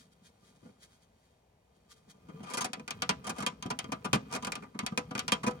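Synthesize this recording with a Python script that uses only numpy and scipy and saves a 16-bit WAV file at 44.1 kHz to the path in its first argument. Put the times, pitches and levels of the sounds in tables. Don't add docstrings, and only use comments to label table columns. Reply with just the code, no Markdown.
import sys
import numpy as np
from scipy import signal
from scipy.fft import rfft, irfft, next_fast_len
from scipy.io import wavfile
from scipy.ndimage import uniform_filter1d

SR = 44100
rng = np.random.default_rng(int(sys.argv[2]) if len(sys.argv) > 2 else 0)


def store_wav(level_fs):
    pcm = np.round(np.clip(np.atleast_2d(level_fs), -1, 1) * 32767)
    wavfile.write(sys.argv[1], SR, pcm.T.astype(np.int16))


N = 246959
RING_SIZE = 12288

# (first catch t/s, last catch t/s, catches, strength/dB, hardness/dB)
JUDDERS = [(2.5, 2.644, 5, -38.5, 9), (3.243, 3.294, 3, -40, 1.5), (3.363, 3.424, 4, -43, -8.5),
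           (4.313, 4.362, 5, -42, 4.5)]
# (f/Hz, side minus mid/dB)
WIDTH = [(120, -12.5), (220, -16.5), (330, 0), (480, -2.5), (1000, 2.5), (4000, 2), (12000, 1)]


def snaps(tone_db=(-2.0, 2.17, 0.0, -1.0), chatter_db=-10, chatter_s=0.0037, usual_db=-42, doubling_db=13):
    # (t/s, strength/dB, hardness/dB)
    snap_table = [(2.7324, -44, 15), (2.7964, -54, -15.5), (2.8783, -46.5, 10), (2.9069, -43.5, 20),
                  (3.021, -37.5, 8), (3.0924, -31, 4), (3.4642, -34.5, 10.5), (3.6253, -45.5, 7.5),
                  (3.6616, -53, 3), (3.7894, -42.5, 26), (3.8426, -50.5, -11.5), (4.131, -29, -7.5),
                  (4.4477, -44, 18), (4.5205, -42, 19.5), (4.5541, -45.5, 10), (4.7904, -41.5, 6.5),
                  (4.8639, -42.5, 26.5), (4.9755, -34.5, 2.5), (5.1516, -41, -9), (5.179, -43.5, 0),
                  (5.1923, -43, 28.5), (5.2802, -39.5, 15.5), (5.32, -29, 3)]
    blows = []
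    for s, strength_db, hardness_db in snap_table:
        settle_s = chatter_s * 2 ** ((strength_db - usual_db) / doubling_db)
        force = amp(chatter_db) * slips(3 * settle_s)
        force *= np.exp(-np.arange(len(force)) / SR / settle_s)
        force[0] = 1
        blows.append((s, force, touch(strength_db, hardness_db, tone_db)))
    return blows


def judders(grip_share=0.39, break_db=7, graze_db=-14, graze_left=0.12, tone_db=(-2, -5, 1.5, -2)):
    blows = []
    for first_s, last_s, catches, strength_db, hardness_db in JUDDERS:
        times_s, pace_s = np.linspace(first_s, last_s, round(catches), retstep=True)
        for k, s in enumerate(times_s):
            force = slips(grip_share * pace_s)
            force[0] = amp(break_db)
            catch_db = strength_db + graze_db * graze_left ** k
            blows.append((s, force, touch(catch_db, hardness_db, tone_db)))
    return blows


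def slides(body, level_db=-7, onset_db=-17, lead=0.7, tone_db=(-9, -7, 0, -6), release_s=0.012):
    t, hz = np.arange(N) / SR, np.fft.rfftfreq(N, 1 / SR)
    swell = np.zeros(N)
    for first_s, last_s, catches, strength_db, _ in JUDDERS:
        pull_s = last_s - first_s
        since_s = t - first_s - pull_s / (round(catches) - 1)
        ahead = np.maximum(-since_s, 0) / (lead * pull_s)
        rise = amp(strength_db + level_db + onset_db * ahead ** 2)
        swell += rise * np.exp(-np.maximum(since_s, 0) / release_s)
    colour = amp(tone_db) @ abs(split(hz))
    grit = grains(per_s=3000, spread_db=2.5)
    return swell * shaped(grit, body * colour)


def scrapes(tone_db=(-6.0, -5.5, 1.5, -2.0)):
    # (t/s, length/s, strength/dB, hardness/dB)
    stroke_table = [(0.65, 0.017, -68, -33), (2.285, 0.017, -60.5, -25), (2.431, 0.013, -54.5, -2),
                    (3.703, .008, -37.5, 1), (3.919, 0.01, -38, -1), (4.045, 0.014, -39, -7.5),
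                    (4.134, 0.023, -35.5, -14.5), (4.424, 0.0092, -44.5, -8), (4.468, 0.0067, -40.5, -2),
                    (4.623, 0.019, -55, -19.5), (5.108, .006, -47, -16), (5.432, 0.012, -41.5, -14.5),
                    (5.465, .016, -34, -13), (5.508, 0.0046, -51, 1)]
    return [(s, slips(length_s), touch(strength_db, hardness_db, tone_db))
            for s, length_s, strength_db, hardness_db in stroke_table]


def bumps(contact_s=0.013, tone_db=(-39, -33, -17, -2.0)):
    # (t/s, strength/dB)
    bump_table = [(0.21, -62.5), (0.424, -59), (0.627, -55), (0.69, -53), (2.075, -57.5), (2.14, -58.5),
                  (2.225, -76), (2.349, -55), (2.403, -42.5), (2.69, -45), (2.77, -44), (3.519, -47.5),
                  (3.653, -34.5), (3.889, -39.5), (4.573, -41.5), (4.746, -38), (4.83, -31.5), (4.92, -32),
                  (5.24, -49)]
    blows = []
    for s, strength_db in bump_table:
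        force = slips(contact_s)
        force *= np.sin(np.pi * np.arange(len(force)) / SR / contact_s)
        blows.append((s - contact_s / 4, force, np.add(strength_db, tone_db)))
    return blows


def rubbing(body, level_db=-14, tick_db=-16, clack_db=-6):
    tick, clack, knock, _ = abs(split(np.fft.rfftfreq(N, 1 / SR)))
    colour = knock + amp(clack_db) * clack + amp(tick_db) * tick
    return amp(level_db) * effort() * shaped(grains(per_s=2500, spread_db=2.0), body * colour)


def rumble(level_db=-1):
    # (f/Hz, relative level/dB)
    rumble_colour = [(25, -28), (45, -18), (60, -2), (85, -6.5), (120, -5.5), (170, 1.5), (260, -6),
                     (330, -21), (450, -8.5), (900, -50)]
    gain = amp(read(rumble_colour, np.fft.rfftfreq(N, 1 / SR)))
    return amp(level_db) * effort() * shaped(wandering(grains(per_s=1000, spread_db=2)), gain)


def rustles(body, level_db=-3, stir_db=-14, stir_full_db=-67):
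    # (peak t/s, relative level/dB, half length/s)
    brush_table = [(0.0044, -60, 0.048), (0.129, -66.5, 0.013), (0.267, -59.5, 0.027),
                   (0.472, -65.5, 0.057), (0.563, -69, 0.013), (0.66, -70, 0.069), (0.8374, -56, .026),
                   (0.932, -68, 0.056), (1.032, -69, .024), (1.257, -75.5, 0.13), (1.762, -74, 0.018),
                   (1.919, -54.5, .019), (1.977, -68, 0.023), (2.108, -55, 0.016)]
    # (f/Hz, relative level/dB)
    brush_colour = [(300, -55), (900, -15), (1400, 2.5), (1900, 7), (2600, -4), (3600, 9), (4800, 6.5),
                    (6500, 7), (9500, 8), (13000, 12.5), (16000, 14)]
    t, hz = np.arange(N) / SR, np.fft.rfftfreq(N, 1 / SR)
    power = np.zeros(N)
    for s, db, half_s in brush_table:
        fade = np.exp(-2 * (np.hypot(1, 2 * (t - s) / half_s) - 1))
        power += amp(db + level_db) ** 2 * fade
    stir = amp(stir_db) * np.minimum(effort(), amp(stir_full_db))
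    brushing = shaped(grains(per_s=6800, spread_db=0.5), body * amp(read(brush_colour, hz)))
    return np.sqrt(power + stir ** 2) * brushing


def hiss(level_db=-71):
    # (f/Hz, relative level/dB)
    hiss_colour = [(20, -16), (60, 6), (130, 0.5), (230, -7), (330, -8), (600, -5.5), (900, -10),
                   (1300, -21), (2400, -20.5), (3400, -25), (6000, -28.5), (11000, -33), (16000, -37)]
    gain = amp(read(hiss_colour, np.fft.rfftfreq(N, 1 / SR)))
    return amp(level_db) * shaped(rng.standard_normal((2, N)), gain)


def cage(count=16, modes_db=-27, spot_db=6.0, alike=0.4, room_db=-24, crack_db=-2, crack_s=0.00031,
         build_cycles=0.79, in_step_hz=380):
    # (f/Hz, relative level/dB, t60/s)
    mode_table = [(62, -14.5, .12), (118, -12.5, .082), (161, -3.5, .11), (195, -9.5, .09),
                  (226, -9.5, .086), (266, -19, .18), (288, -7, .14), (354, -7.5, .11), (440, -15, .18),
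                  (493, -8.5, .19), (655, -10, .21), (746, 0, .1), (812, -5, .15), (995, 3.5, .12),
                  (1132, -5.5, .043), (1194, 8, .11), (1280, -1, .16), (1435, 0, .09), (1585, -5, .09),
                  (2015, -4, .11), (2190, -2, .085), (2385, -3, .07), (2452, 8.5, .04), (3116, 2, .055),
                  (3188, 1, .07), (4604, -6, .06), (4935, -8, .05), (6380, 5, .035)]
    # (f/Hz, relative level/dB)
    crowd_colour = [(30, -36), (60, -21), (130, 0), (250, 5), (330, -7.5), (560, -8.5), (850, -8.5),
                    (1300, -8), (1900, -12), (2700, -10), (3700, -10.5), (6400, -10), (10000, -12.5),
                    (12000, -25), (16000, -33)]
    # (f/Hz, t60/s)
    crowd_ring = [(100, 0.052), (300, .12), (1000, 0.12), (2500, 0.1), (6000, 0.045), (14000, 0.019)]
    # (f/Hz, t60/s)
    room_ring = [(100, 0.45), (1000, 0.32), (5000, 0.28), (14000, 0.05)]
    t = np.arange(RING_SIZE) / SR
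    hz, db, t60_s = np.transpose(mode_table)[:, :, None]
    build = 1 - np.exp(-t * hz / build_cycles)
    modes = amp(modes_db + db - 60 * t / t60_s) * build * np.exp(2j * np.pi * hz * t)
    phase = rng.uniform(-np.pi, np.pi, (count, 2, len(hz))) * np.minimum(hz.T / in_step_hz, 1)
    drive = amp(spot_db * rng.standard_normal((count, 1, len(hz)))) * np.exp(1j * phase)
    common = dying_noise(crowd_ring)
    own = np.array([dying_noise(crowd_ring) for _ in drive])
    crowd = np.sqrt(alike) * common + np.sqrt(1 - alike) * own
    crowd = crowd * (1 + amp(crack_db) * np.exp(-t / crack_s))
    room = amp(room_db) * np.array([dying_noise(room_ring) for _ in drive])
    both = (drive @ modes).imag + coloured(crowd + room, crowd_colour)
    return np.stack([both[:, 0], coloured(both[:, 1], WIDTH)], axis=1)


def average_answer(answers):
    gain = np.sqrt(np.mean(abs(rfft(answers[:, 0])) ** 2, axis=0))
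    return np.interp(np.fft.rfftfreq(N, 1 / SR), np.fft.rfftfreq(RING_SIZE, 1 / SR), gain)


def strike(answers, blows, size=16384, top_hz=11500, top_db=1.5, top_follow=0.12):
    felt_s = (.005, .005, .008, .012)
    hz = np.fft.rfftfreq(size, 1 / SR)
    out, ranges = np.zeros((2, N)), split(hz)
    top = (1 + np.tanh(10 * (hz / top_hz - 1))) / 2
    spots = rfft(rng.permutation(answers), size)
    for k, (s, force, levels_db) in enumerate(blows):
        treble_db = top_db + top_follow * (levels_db[0] - levels_db[2])
        ring = spots[k % len(spots)] * evened(force, size) * amp(top * treble_db)
        parts = irfft(ring[0] * ranges, size)
        peaks = np.sqrt([uniform_filter1d(part ** 2, round(span_s * SR)).max()
                         for part, span_s in zip(parts, felt_s)])
        balance = (amp(levels_db) / peaks) @ ranges
        for track, sound in zip(out, irfft(ring * balance, size)):
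            add(track, s, sound)
    return out


def touch(strength_db, hardness_db, tone_db):
    hardness_gain = (0.3, 0.17, -0.073, -0.6)
    return strength_db + hardness_db * np.array(hardness_gain) + tone_db


def slips(length_s, slips_per_s=1700, uneven_db=3, count=128):
    wait, size, push = rng.random(count), rng.standard_normal(count), rng.choice([-1, 1], count)
    at_s = np.cumsum(np.r_[0, 0.3 + 1.4 * wait[1:]]) / slips_per_s
    return np.bincount((at_s * SR).astype(int), push * amp(uneven_db * size) * (at_s <= length_s))


def effort():
    # (t/s, effort/dB)
    effort_curve = [(0, -69.5), (.7, -66), (1.55, -77), (2.0, -66), (2.12, -67.5), (2.42, -48), (2.6, -82),
                    (2.8, -54), (2.86, -62.5), (2.97, -48), (3.15, -52), (3.58, -55.5), (4.2, -50),
                    (4.65, -51.5), (4.72, -59), (5.0, -53), (5.6, -48)]
    return amp(np.interp(np.arange(N) / SR, *np.transpose(effort_curve)))


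def grains(per_s, spread_db):
    size = amp(spread_db * np.minimum(rng.exponential(1, N), 4)) * (rng.random(N) < per_s / SR)
    return size * rng.standard_normal((2, N))


def wandering(x, patchy_db=3, patch_s=0.07, patch_hz=70):
    hz, t, z = signal.stft(x, SR, nperseg=2048, noverlap=1536)
    field = uniform_filter1d(rng.standard_normal(z.shape[1:]), max(round(patch_hz / hz[1]), 1), axis=0)
    field = uniform_filter1d(field, max(round(patch_s / t[1]), 1), axis=1)
    patches = amp(patchy_db * field / field.std())
    return signal.istft(z * patches, SR, nperseg=2048, noverlap=1536)[1][:, :N]


def dying_noise(ring):
    hz, t, z = signal.stft(rng.standard_normal((2, RING_SIZE)), SR, nperseg=128)
    decay = amp(-60 * t / read(ring, hz)[:, None])
    return signal.istft(z * decay, SR, nperseg=128)[1][:, :RING_SIZE]


def split(hz):
    edges_hz = (4500, 1700, 350)
    rest, ranges = np.ones(len(hz)), []
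    for edge_hz in edges_hz:
        s = 1j * hz / edge_hz
        low = 1 / (1 + np.sqrt(2) * s + s * s) ** 2
        ranges.append(rest * low * (s * s) ** 2)
        rest = rest * low
    return np.array(ranges + [rest])


def evened(force, size, smooth_hz=90):
    spectrum = rfft(force, size)
    power = uniform_filter1d(abs(spectrum) ** 2, max(round(smooth_hz * size / SR), 1))
    return spectrum * causal((power + 0.013 * power.mean()) ** -0.5)


def shaped(x, gain):
    width = amp(read(WIDTH, np.fft.rfftfreq(N, 1 / SR)))
    out = irfft(rfft(x) * gain * np.array([np.ones(len(width)), width]), N)
    return out / out[0].std()


def coloured(x, points):
    size = 2 * x.shape[-1]
    response = causal(amp(read(points, np.fft.rfftfreq(size, 1 / SR))))
    return irfft(rfft(x, size) * response, size)[..., :size // 2]


def causal(gain):
    log_gain = np.log(np.r_[gain, gain[-2:0:-1]])
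    return np.exp(np.conj(signal.hilbert(log_gain)))[:len(gain)]


def amp(db):
    return 10 ** (np.asarray(db) / 20)


def read(points, hz):
    f, value = np.transpose(points)
    return np.interp(np.log(hz + 1), np.log(f + 1), value)


def add(mix, s, sound):
    part = mix[max(round(s * SR), 0):][:len(sound)]
    part += sound[:len(part)]


def microphones(mid, side, lead_s=0.000434, direct=0.56, scattered=0.67):
    # (f/Hz, left minus right/dB)
    lean_curve = [(60, 0.5), (250, 0), (600, 4.5), (1200, 2), (2200, -1), (5000, 1.5), (14000, 0)]
    size = next_fast_len(N + 64)
    hz = np.fft.rfftfreq(size, 1 / SR)
    mid, side = rfft([mid, side], size)
    lead = 1j * direct * np.sin(2 * np.pi * hz * lead_s) * amp(read(WIDTH, hz))
    side = scattered * side + lead * mid
    lean_db = read(lean_curve, hz)
    return irfft(np.array([mid + side, mid - side]) * amp([lean_db / 2, -lean_db / 2]), size)[:, :N]


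def scene():
    answers = cage()
    body = average_answer(answers)
    blows = sum(strike(answers, kind) for kind in (snaps(), judders(), scrapes(), bumps()))
    touches = slides(body) + rubbing(body) + rustles(body)
    return microphones(*(blows + touches + rumble() + hiss()))


def record(dry, low_cut_hz=48, edge_hz=16300):
    thinned = signal.sosfilt(signal.butter(2, low_cut_hz, "high", fs=SR, output="sos"), dry)
    taps = signal.firwin(511, edge_hz, window=("kaiser", 9), fs=SR)
    return signal.oaconvolve(thinned, taps[None], "same")


dry = scene()
out = record(dry)
store_wav(out)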